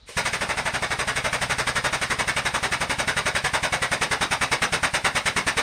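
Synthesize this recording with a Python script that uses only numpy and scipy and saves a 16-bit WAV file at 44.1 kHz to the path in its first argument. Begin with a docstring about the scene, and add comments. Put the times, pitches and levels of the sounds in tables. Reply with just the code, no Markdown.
"""A hiss and a hollow pop as an air valve opens, then the fast beat of an air-driven hydraulic pump.
The pump works a shop press; its piston cycles about nine to thirteen times a second, slower under load.
Each stroke puffs coloured noise through a muffler and thumps: pressure pulses ring the pump housing.
Air leaking past the valve is a steady noise hiss, a little louder close to each stroke.
Dense noise-like reflections make the small workshop, over a quiet noise background."""
import sys
import numpy as np
from scipy import signal
from scipy.io import wavfile
from scipy.ndimage import uniform_filter1d

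SR = 44100
rng = np.random.default_rng(int(sys.argv[2]) if len(sys.argv) > 2 else 0)


def to_wav(s):
    """Save 16-bit WAV."""
    ch = np.atleast_2d(s).T  # columns
    pcm = np.round(np.clip(ch, -1, 1) * 32767)  # PCM
    wavfile.write(sys.argv[1], SR, pcm.astype(np.int16))


N = 247842


def gain_of(db):
    """Decibel law: 20 dB is a factor of ten in amplitude."""
    return 10 ** (np.asarray(db) / 20)


def evened(x):
    """Normalisation to an rms value of 1."""
    return x / np.sqrt(np.mean(x ** 2) + 1e-20)


def read(points, hz):
    """Interpolation of a spectrum along a logarithmic frequency axis."""
    f, value = np.transpose(points)
    return np.interp(np.log(hz + 1), np.log(f + 1), value)


def add(mix, s, sound):
    """Superposition: a sound is added to the mix from time s, in seconds."""
    start = max(round(s * SR), 0)
    part = mix[start:][:len(sound)]
    part += sound[:len(part)]


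def colour(points, peaks=(), size=4096):
    """Minimum phase: a causal impulse response whose phase follows from its log spectrum."""
    hz = np.fft.rfftfreq(size, 1 / SR)
    db = read(points, hz)
    for f, width, lift in peaks:
        db = db + lift / (1 + (2 * (hz - f) / width) ** 2)
    both_sides_db = np.concatenate([db, db[-2:0:-1]])
    log_gain = np.log(gain_of(both_sides_db))
    response = np.exp(np.conj(signal.hilbert(log_gain)))
    return np.fft.ifft(response).real


def shaped(x, points, peaks=()):
    """Linear filtering: white noise takes on a spectrum and keeps its power."""
    taps = colour(points, peaks)
    return signal.oaconvolve(x, taps / np.linalg.norm(taps))[:N]


def ring(modes, t):
    """Modal synthesis: a struck body rings as a sum of exponentially dying sines."""
    return sum(gain_of(db - 60 * t / t60) * np.sin(2 * np.pi * hz * t) for hz, db, t60 in modes)


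def exhaust(delay_s=.0002, rise_s=0.0043, open_s=0.025, fall_s=0.013, ragged_db=0.9,
            treble_hz=3500, open_spread=0.032, uneven_db=0.1):
    """Turbulent jet noise: an opening port releases air, harder under load, until the flow dies away."""
    # Turbulent exhaust air. Each row: frequency in Hz, spectral density in dB.
    exhaust_spectrum = [(40, -25), (170, -2.5), (330, -8), (560, -1), (1250, 0), (2100, 2.5), (3200, -10),
                        (3800, -7.5), (4200, -15), (5200, -13), (6600, -13), (7500, -20), (8400, -10.5),
                        (9600, -14)]
    # Peaks and dips of the muffler and its surroundings. Each row: frequency in Hz, width in Hz, lift in dB.
    muffler = [(255, 50, 2), (398, 35, 3.5), (596, 35, 4.5), (890, 60, 2), (1462, 40, 5), (1612, 35, -4),
               (1715, 100, 4), (2100, 45, -3), (2200, 65, 3.5), (2380, 70, -3), (2580, 60, 3),
               (2850, 50, 2.5), (3520, 70, 2), (3870, 160, 2), (4893, 60, 2.5), (5150, 100, 2),
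               (5965, 40, 4), (8455, 110, 2.5)]
    # Gain of the exhaust's treble part. Each row: time in seconds, gain in dB.
    treble_gain = [(.17, 3.5), (.5, -2.5), (.85, -1.8), (1.4, 1.5), (2.6, 0.7), (4.6, 1), (5.6, 1.5)]
    # a slower stroke works against more pressure; the first has the full line pressure behind it
    free_cycle_s, free_puff_db, load_db_per_doubling, first_puff_db = .083, -24, 8, 0.7

    t = np.arange(SR // 8) / SR
    lowpass = signal.butter(1, treble_hz, fs=SR)
    air = np.zeros(N)
    for k, (s, cycle_s) in enumerate(strokes()):
        load_db = load_db_per_doubling * np.log2(cycle_s / free_cycle_s)
        puff_db = free_puff_db + load_db + first_puff_db * (k == 0)
        body_db = uneven_db * rng.standard_normal()
        treble_db = np.interp(s, *np.transpose(treble_gain))

        shut_s = open_s * (1 + open_spread * rng.standard_normal())
        flow = np.tanh(t / rise_s) * np.exp(-np.maximum(t - shut_s, 0) / fall_s)
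        jet, eddies = rng.standard_normal((2, len(t)))
        # eddies make the jet sputter within a few milliseconds
        sputter = gain_of(ragged_db * evened(uniform_filter1d(eddies, size=100)))
        puff = jet * flow * sputter

        body = signal.lfilter(*lowpass, puff)
        treble = puff - body
        balanced = gain_of(body_db) * body + gain_of(treble_db) * treble
        add(air, s + delay_s, gain_of(puff_db) * balanced)
    return shaped(air, exhaust_spectrum, muffler)


def thumps(width_s=.0016, travel_spread=0.017, uneven_db=0.05):
    """Impulse excitation: each blow is one swing of pressure that sets the housing ringing."""
    # Low ring of the pump housing and floor. Each row: frequency in Hz, level in dB, t60 in seconds.
    housing = [(45, -41, 0.14), (77.5, -6, 0.073), (127.3, -3.5, 0.14)]
    # Port opens, rebound, piston stops, rebound.
    # Each row: time after the stroke's start in seconds, pulse level in dB, ring level in dB.
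    blows = [(.0018, -28.5, -38), (.0063, -43, -35), (0.0302, -44, -32.5), (0.046, -41.5, -61)]
    # Strength of the thumps over time; the ring is loudest when a multiple of the stroke rate meets
    # the housing's resonance. Each row: time in seconds, pulse gain in dB, ring gain in dB.
    strength = [(.17, 6.5, -12), (.27, -1, -6), (.95, 0, 1.5), (1.55, -3.5, 5.5), (2.3, -0.5, 1),
                (3.4, 3, -2.5), (4.3, 2, -3), (5.6, 3, -5)]

    lead = SR // 100  # samples ahead of the stroke, room for the pulse's first half
    t = np.arange(-lead, SR // 4) / SR
    when, push_db, boom_db = np.transpose(strength)
    out = np.zeros(N)
    for s, _ in strokes():
        # the piston's force and travel time vary a little
        push_gain = gain_of(np.interp(s, when, push_db) + uneven_db * rng.standard_normal())
        ring_gain = gain_of(np.interp(s, when, boom_db))
        travel = 1 + travel_spread * rng.standard_normal()
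        for at, pulse_db, ring_db in blows:
            age = t - at * travel
            swing = age / width_s * np.exp((1 - (age / width_s) ** 2) / 2)  # peaks at 1
            pulse = gain_of(pulse_db) * swing
            boom = gain_of(ring_db) * ring(housing, np.maximum(age, 0))
            add(out, s - lead / SR, push_gain * pulse + ring_gain * boom)
    return out


def air_valve(pop_s=.091, pop_db=-34, lift_db=8.5, lift_s=0.0098):
    """Leakage noise and modal ringing: air hisses past the valve, which opens with a hollow pop."""
    # Air leaking past the valve, without the lift near strokes. Each row: time in seconds, level in dB.
    leak = [(0, -73), (.05, -78.5), (.07, -53), (.092, -40), (.12, -45.5), (.16, -46), (.3, -46),
            (5.62, -46.5)]
    # Colour of the leak. Each row: frequency in Hz, spectral density in dB.
    leak_spectrum = [(100, -26), (500, -4.5), (1200, -6.5), (2100, 3.5), (3100, -2), (3900, -5), (5200, -5),
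                     (7400, -9.5), (8700, -3.5), (11000, -3), (16000, -9)]

    t = np.arange(N) / SR
    # the hiss is a little louder close to each stroke
    nearness = sum(np.exp(-abs(t - start) / lift_s) for start, _ in strokes())
    level_db = np.interp(t, *np.transpose(leak)) + lift_db * nearness
    hiss = shaped(rng.standard_normal(N), leak_spectrum) * gain_of(level_db)
    # Each row: frequency in Hz, level in dB, t60 in seconds.
    pop_modes = [(506, -2.0, 0.056), (625, -11, 0.058), (1050, -8, 0.035)]
    add(hiss, pop_s, gain_of(pop_db) * ring(pop_modes, t[:SR // 5]))
    return hiss


def strokes():
    """Reciprocating motion: each stroke starts as the cycle before it ends; rows of (start s, cycle s)."""
    # Time the piston takes for one cycle under the load. Each row: time in seconds, cycle in seconds.
    cycle = [(.17, .08226), (.25, .07842), (.6, .08324), (1.5, .08537), (3, .09009), (3.8, .09589),
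             (4.8, .10712), (5.1, .107), (5.5, .10247)]
    rows, s = [], .1675  # first start in seconds
    while s < N / SR:
        cycle_s = np.interp(s, *np.transpose(cycle))
        rows.append((s, cycle_s))
        s += cycle_s
    return rows


def workshop(x, count=12, size=512):
    """Diffuse reverberation: dense reflections vary at random so no fixed colouring builds up."""
    z = signal.stft(x, nperseg=size)[2]
    tail_number = rng.integers(0, count, z.shape[1])  # one room tail for each moment
    heard = x
    for k in range(count):
        part = signal.istft(z * (tail_number == k), nperseg=size)[1][:N]
        heard = heard + signal.fftconvolve(part, room_tail())[:N]
    return heard


def room_tail(first_s=0.0044, taps_per_s=5000):
    """Reverberant decay: dense reflections off close walls and steel, each band dying at its own speed."""
    # Workshop reverberation time. 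Each row: frequency in Hz, t60 in seconds.
    room = [(100, 0.35), (350, 0.19), (2000, 0.2), (4500, 0.15), (8500, 0.077), (16000, 0.28)]
    # Level of the reverberation. Each row: frequency in Hz, level in dB.
    wet = [(100, 0), (350, 0.5), (900, 2), (2000, -3.5), (5000, 4), (8500, -8), (13000, -6)]

    count = SR // 2
    signs = rng.choice([-1., 1.], count)
    present = rng.random(count) < taps_per_s / SR
    taps = signs * present * (np.arange(count) > first_s * SR)
    hz, t, z = signal.stft(taps, SR, nperseg=256)
    decay = gain_of(-60 * t / read(room, hz)[:, None])
    # equal power in every band, so that the wet level alone sets it
    decay /= np.sqrt(np.mean(decay ** 2, axis=1, keepdims=True))
    decay *= gain_of(read(wet, hz))[:, None]
    return signal.istft(z * decay, SR, nperseg=256)[1] / np.linalg.norm(taps)


def background(level_db=-54):
    """Stationary noise: the quiet workshop is steady noise of fixed spectrum."""
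    # Workshop background. Each row: frequency in Hz, spectral density in dB.
    floor_spectrum = [(25, -1), (60, 14), (140, 1), (300, -9), (1000, -14), (2800, -19), (3950, -5),
                      (5200, -19), (9000, -38), (16000, -62)]
    return gain_of(level_db) * shaped(rng.standard_normal(N), floor_spectrum)


def scene():
    """Superposition: air sounds in the room, the direct thumps and the background add up."""
    return (workshop(exhaust() + air_valve()) + thumps() + background())[None]


def record(dry):
    """Frequency response: the microphone loses the deepest bass and top treble, then a band limit cuts."""
    # Microphone response. Each row: frequency in Hz, gain in dB.
    microphone = [(5, -16), (25, -1.5), (9600, 3), (10000, -13), (13000, -15), (15500, -21)]
    edge_hz = 15700
    heard = signal.oaconvolve(dry, colour(microphone)[None])[:, :N]
    band_limit = signal.firwin(511, edge_hz, window=("kaiser", 9), fs=SR)
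    return signal.oaconvolve(heard, band_limit[None], "same")


dry = scene()
out = record(dry)
to_wav(out)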